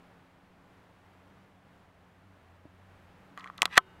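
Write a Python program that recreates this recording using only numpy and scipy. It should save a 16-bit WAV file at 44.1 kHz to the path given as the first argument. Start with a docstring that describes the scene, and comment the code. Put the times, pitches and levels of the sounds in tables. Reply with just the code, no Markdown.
"""Outdoors by a wire cage trap: quiet air hiss, a distant motor hum and one soft bump.
Near the end something hard is handled right at the microphone: small ticks, three sharp clicks,
then a short sliding scrape that ends in a loud clack and leaves thin wires ringing faintly.
Contacts and the tiny catches of friction ring the same body modes; a limiter ducks the clack."""
import sys
import numpy as np
from scipy import signal
from scipy.fft import rfft, irfft
from scipy.io import wavfile
from scipy.ndimage import uniform_filter1d, minimum_filter1d

SR = 44100
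rng = np.random.default_rng(int(sys.argv[2]) if len(sys.argv) > 2 else 0)


def wav_out(sig):
    """Save sig, one row per channel (or a flat mono array), as 16-bit PCM at SR to the path in sys.argv[1]."""
    wavfile.write(sys.argv[1], SR, np.round(np.clip(np.atleast_2d(sig).T, -1, 1) * 32767).astype(np.int16))


N = 4 * SR


def undb(db):
    """Decibels to gain."""
    return 10 ** (np.asarray(db) / 20)


def unit(x):
    """Scale to rms 1."""
    return x / np.sqrt(np.mean(x ** 2))


def envelope(rows, column=1):
    """Gain along rows of t/s, level/dB."""
    rows = np.array(rows)
    return undb(np.interp(np.arange(N) / SR, rows[:, 0], rows[:, column]))


def colour(x, spectrum):
    """Filter by rows of f/Hz, level/dB."""
    hz, db = np.array(spectrum).T
    bins_hz = np.maximum(np.fft.rfftfreq(len(x), 1 / SR), 1)
    gain = undb(np.interp(np.log(bins_hz), np.log(hz), db))
    return irfft(rfft(x) * gain, len(x))


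def drift(rate_hz):
    """Slow random drift, rms 1."""
    span = int(SR / rate_hz)
    steps = np.repeat(rng.standard_normal(N // span + 1), span)
    return unit(uniform_filter1d(uniform_filter1d(steps, span), span)[:N])


def decay(t60_s, size):
    """Exponential fall, 60 dB in t60_s."""
    return np.exp(-np.log(1000) * np.arange(size) / SR / t60_s)


def ring(modes, size):
    """Struck modes (f/Hz, level/dB, t60/s), alternating in sign."""
    t = np.arange(size) / SR
    return sum((-1) ** k * undb(db) * np.sin(2 * np.pi * hz * t) * decay(t60_s, size)
               for k, (hz, db, t60_s) in enumerate(modes))


def highpass(x, hz, order):
    """Butterworth low cut."""
    return signal.sosfilt(signal.butter(order, hz, "high", fs=SR, output="sos"), x)


def add(out, start_s, x):
    """Mix x into out at start_s."""
    i = int(start_s * SR)
    out[i:i + len(x)] += x[:len(out) - i]


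# f/Hz, relative density/dB
AIR_SPECTRUM = [(25, -12.5), (50, -9.5), (90, -4.5), (135, -6.5), (180, -4.5), (230, -10.5), (420, -11.5),
                (800, -11), (1700, -16.5), (3000, -24.5), (5700, -37), (9000, -40.5), (12500, -43),
                (15500, -45.5)]
# t/s, level/dB
AIR_ENVELOPE = [(0, -61), (1.9, -61), (2.4, -60.5), (3.3, -60.5), (3.65, -58), (4.0, -57.5)]

def air(swell_db=-0.96):
    """Soft outdoor hiss that swells a little."""
    hiss = unit(colour(rng.standard_normal(N), AIR_SPECTRUM))
    return hiss * envelope(AIR_ENVELOPE) * undb(swell_db * drift(6))


# t/s, then level/dB of harmonics 1, 2, 3
HUM_ENVELOPES = [(0, -77.5, -69, -75.5), (1.0, -69, -70, -75), (1.7, -75.5, -72.5, -74),
                 (2.12, -73, -72.5, -75.5), (2.27, -65.5, -68, -69), (2.85, -61, -70, -79.5),
                 (3.18, -64.5, -66.5, -90), (3.32, -80.5, -61.5, -70), (4.0, -65, -65.5, -87)]

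def motor_hum(pitch_hz=91.8, wander=.026, flutter_db=2.5):
    """Distant motor: three harmonics wavering in pitch and level."""
    phase = 2 * np.pi * np.cumsum(pitch_hz * (1 + wander * drift(7.2))) / SR
    out = np.zeros(N)
    for k in (1, 2, 3):
        harmonic = unit(np.sin(k * phase + 2 * np.pi * rng.random()))
        out += harmonic * envelope(HUM_ENVELOPES, column=k) * undb(flutter_db * drift(4.3))
    return out


# t/s, level/dB
BUMP_HITS = [(2.6529, -42.5)]
# f/Hz, relative level/dB, t60/s
BUMP_RESONANCES = [(135, -3, .055), (294, -0.5, 0.055), (623, -4.5, .02)]

def bump():
    """A soft knock rings low, damped modes."""
    out = np.zeros(N)
    for start_s, db in BUMP_HITS:
        add(out, start_s, undb(db) * ring(BUMP_RESONANCES, size=8192))
    return out


# f/Hz, level/dB, t60/s
WIRE_MODES = [(380, -52.5, .5), (890, -58, 0.59), (1303, -65.5, 1.2), (1513, -63, 1.5), (2880, -66, 1.4),
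              (3138, -65, .55), (3693, -72.5, 1.1)]

def wires(clack_s=3.779):
    """Thin wires ring on after the clack."""
    out = np.zeros(N)
    add(out, clack_s, ring(WIRE_MODES, N))
    return out


# f/Hz, relative level/dB, t60/s
BODY_MODES = [(753, -2.5, .025), (1041, -7.5, 0.043), (1147, -6.5, .033), (1299, -4, .038),
              (1545, -8.5, 0.031), (1940, 7.5, 0.011), (2140, -12, 0.027), (2400, 0, 0.01),
              (2961, -6, 0.02), (3337, -0.5, .017), (4050, -4.5, .015), (4410, -8.5, .012),
              (6200, -12, .01), (7200, -13, .006)]

def body(contact_hz, fall_db_per_oct, size=4096):
    """The handled body rings; a contact favours the modes near its own pitch."""
    modes = [(hz, db - fall_db_per_oct * abs(np.log2(hz / contact_hz)), t60_s)
             for hz, db, t60_s in BODY_MODES]
    return ring(modes, size)


# f/Hz, gain/dB
TICK_SPECTRUM = [(1500, -18.5), (3500, -1.5), (6300, 2), (8300, -5.5), (10500, -8.5), (12500, -13.5),
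                 (16000, -21.5)]

def treble(excitation):
    """The bright colour of ticks and grit."""
    return colour(excitation, TICK_SPECTRUM)


# t/s, level/dB: light rubbing among the ticks and clicks
RUB_ENVELOPE = [(3.36, -70), (3.38, -50.5), (3.43, -53), (3.475, -53), (3.50, -66), (3.61, -57),
                (3.638, -49), (3.665, -51), (3.70, -71)]
# t/s, level/dB: scrape into the clack
SLIDE_ENVELOPE = [(3.695, -64), (3.724, -43), (3.745, -38.5), (3.751, -57), (3.755, -33.5), (3.763, -32),
                  (3.775, -26), (3.783, -36.5), (3.80, -92)]

def friction(levels, catches_per_s, grit_db, edge_hz, fall_db_per_oct):
    """Dense tiny catches ring the body around the sliding edge's pitch and add grit."""
    t = np.arange(N) / SR
    touching = (t > levels[0][0]) & (t < levels[-1][0])
    catches = unit((rng.random(N) < catches_per_s / SR) * rng.standard_normal(N))
    catches *= envelope(levels) * touching
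    response = highpass(body(edge_hz, fall_db_per_oct), hz=950, order=6)
    ringing = signal.fftconvolve(catches, response / np.linalg.norm(response))[:N]
    return ringing + undb(grit_db) * treble(catches)


# t/s, crack f/Hz, then level/dB of crack, body ring, tick, thump
CONTACTS = [ (3.3756, 1220, -26.5, -40, -47, -70), (3.3823, 1100, -33, -55, -65, -74),
            (3.3896, 2030, -48, -59, -52, -70), (3.397, 4230, -40, -62, -53, -71),
            (3.4080, 3220, -33.5, -55, -66, -72), (3.4432, 2040, -25.5, -48, -55, -74),
            (3.4597, 1100, -31, -60, -68, -72), (3.4659, 1370, -34, -55, -72, -72),
            (3.4745, 1880, -27.5, -47, -61, -74), (3.4999, 1170, -24, -56, -73, -69),
            (3.578, 10700, -38, -50, -48.5, -68), (3.5810, 3680, -26.5, -48, -62, -60),
            (3.5897, 1170, -31, -58, -66, -68), (3.6197, 2484, 0.5, -19.5, -11.5, -25.5),
            (3.6294, 1020, -11, -30.5, -27, -63), (3.6555, 3770, -7, -25.5, -23, -31),
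            (3.656, 1260, -13.5, -46, -26, -50), (3.6584, 3500, -14.5, -37, -33, -46),
            (3.6781, 1170, -33, -60, -71, -66), (3.7711, 3430, -25, -21.5, -30, -34.5),
            (3.7763, 1170, -1, -13.5, -27.5, -36), (3.7779, 1770, 10, -3.5, -5, -4.5),
            (3.7818, 1280, -5.5, -25.5, -24.5, -38), ]

def clicks(crack_t60_cycles=10, rise_cycles=.35, thump_hz=400, thump_t60_s=.004, size=4096):
    """Each hard contact gives a brief crack, a treble tick and a thump, and rings the body."""
    out = np.zeros(N)
    t = np.arange(size) / SR
    for start_s, hz, crack_db, ring_db, tick_db, thump_db in CONTACTS:
        rise = 1 - np.exp(-t * hz / rise_cycles)
        crack = ring([(hz, crack_db, crack_t60_cycles / hz)], size)
        ringing = undb(ring_db) * body(hz, fall_db_per_oct=3, size=size)
        noise = unit(treble(rng.standard_normal(size)))
        tick = undb(tick_db) * noise * decay(t60_s=.0045, size=size)
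        thump = ring([(thump_hz, thump_db, thump_t60_s)], size)
        add(out, start_s, rise * (crack + ringing) + tick + thump)
    return highpass(out, hz=170, order=1)


def scene():
    """Close handling over the outdoor background, mono."""
    slide = friction(SLIDE_ENVELOPE, catches_per_s=7000, grit_db=-21.5, edge_hz=2100, fall_db_per_oct=7)
    rub = friction(RUB_ENVELOPE, catches_per_s=2000, grit_db=-21, edge_hz=1120, fall_db_per_oct=16.5)
    return (clicks() + slide + rub + wires() + bump() + motor_hum() + air())[None]


def record(dry, threshold=.55, hold_s=.085, detect_s=.0006, clip_level=.92, top_hz=15700):
    """A limiter ducks on the clack and holds briefly; peaks round off and the top is cut."""
    half_hold = int(hold_s * SR / 2)
    level = uniform_filter1d(np.abs(dry), int(detect_s * SR))
    gain = np.minimum(1, threshold / (level + 1e-9))
    held_gain = minimum_filter1d(gain, 2 * half_hold + 1, origin=half_hold)
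    limited = dry * uniform_filter1d(held_gain, size=16)
    rounded = limited / (1 + (limited / clip_level) ** 6) ** (1 / 6)
    return signal.sosfilt(signal.ellip(8, .2, 80, top_hz, fs=SR, output="sos"), rounded)


dry = scene()
out = record(dry)
wav_out(out)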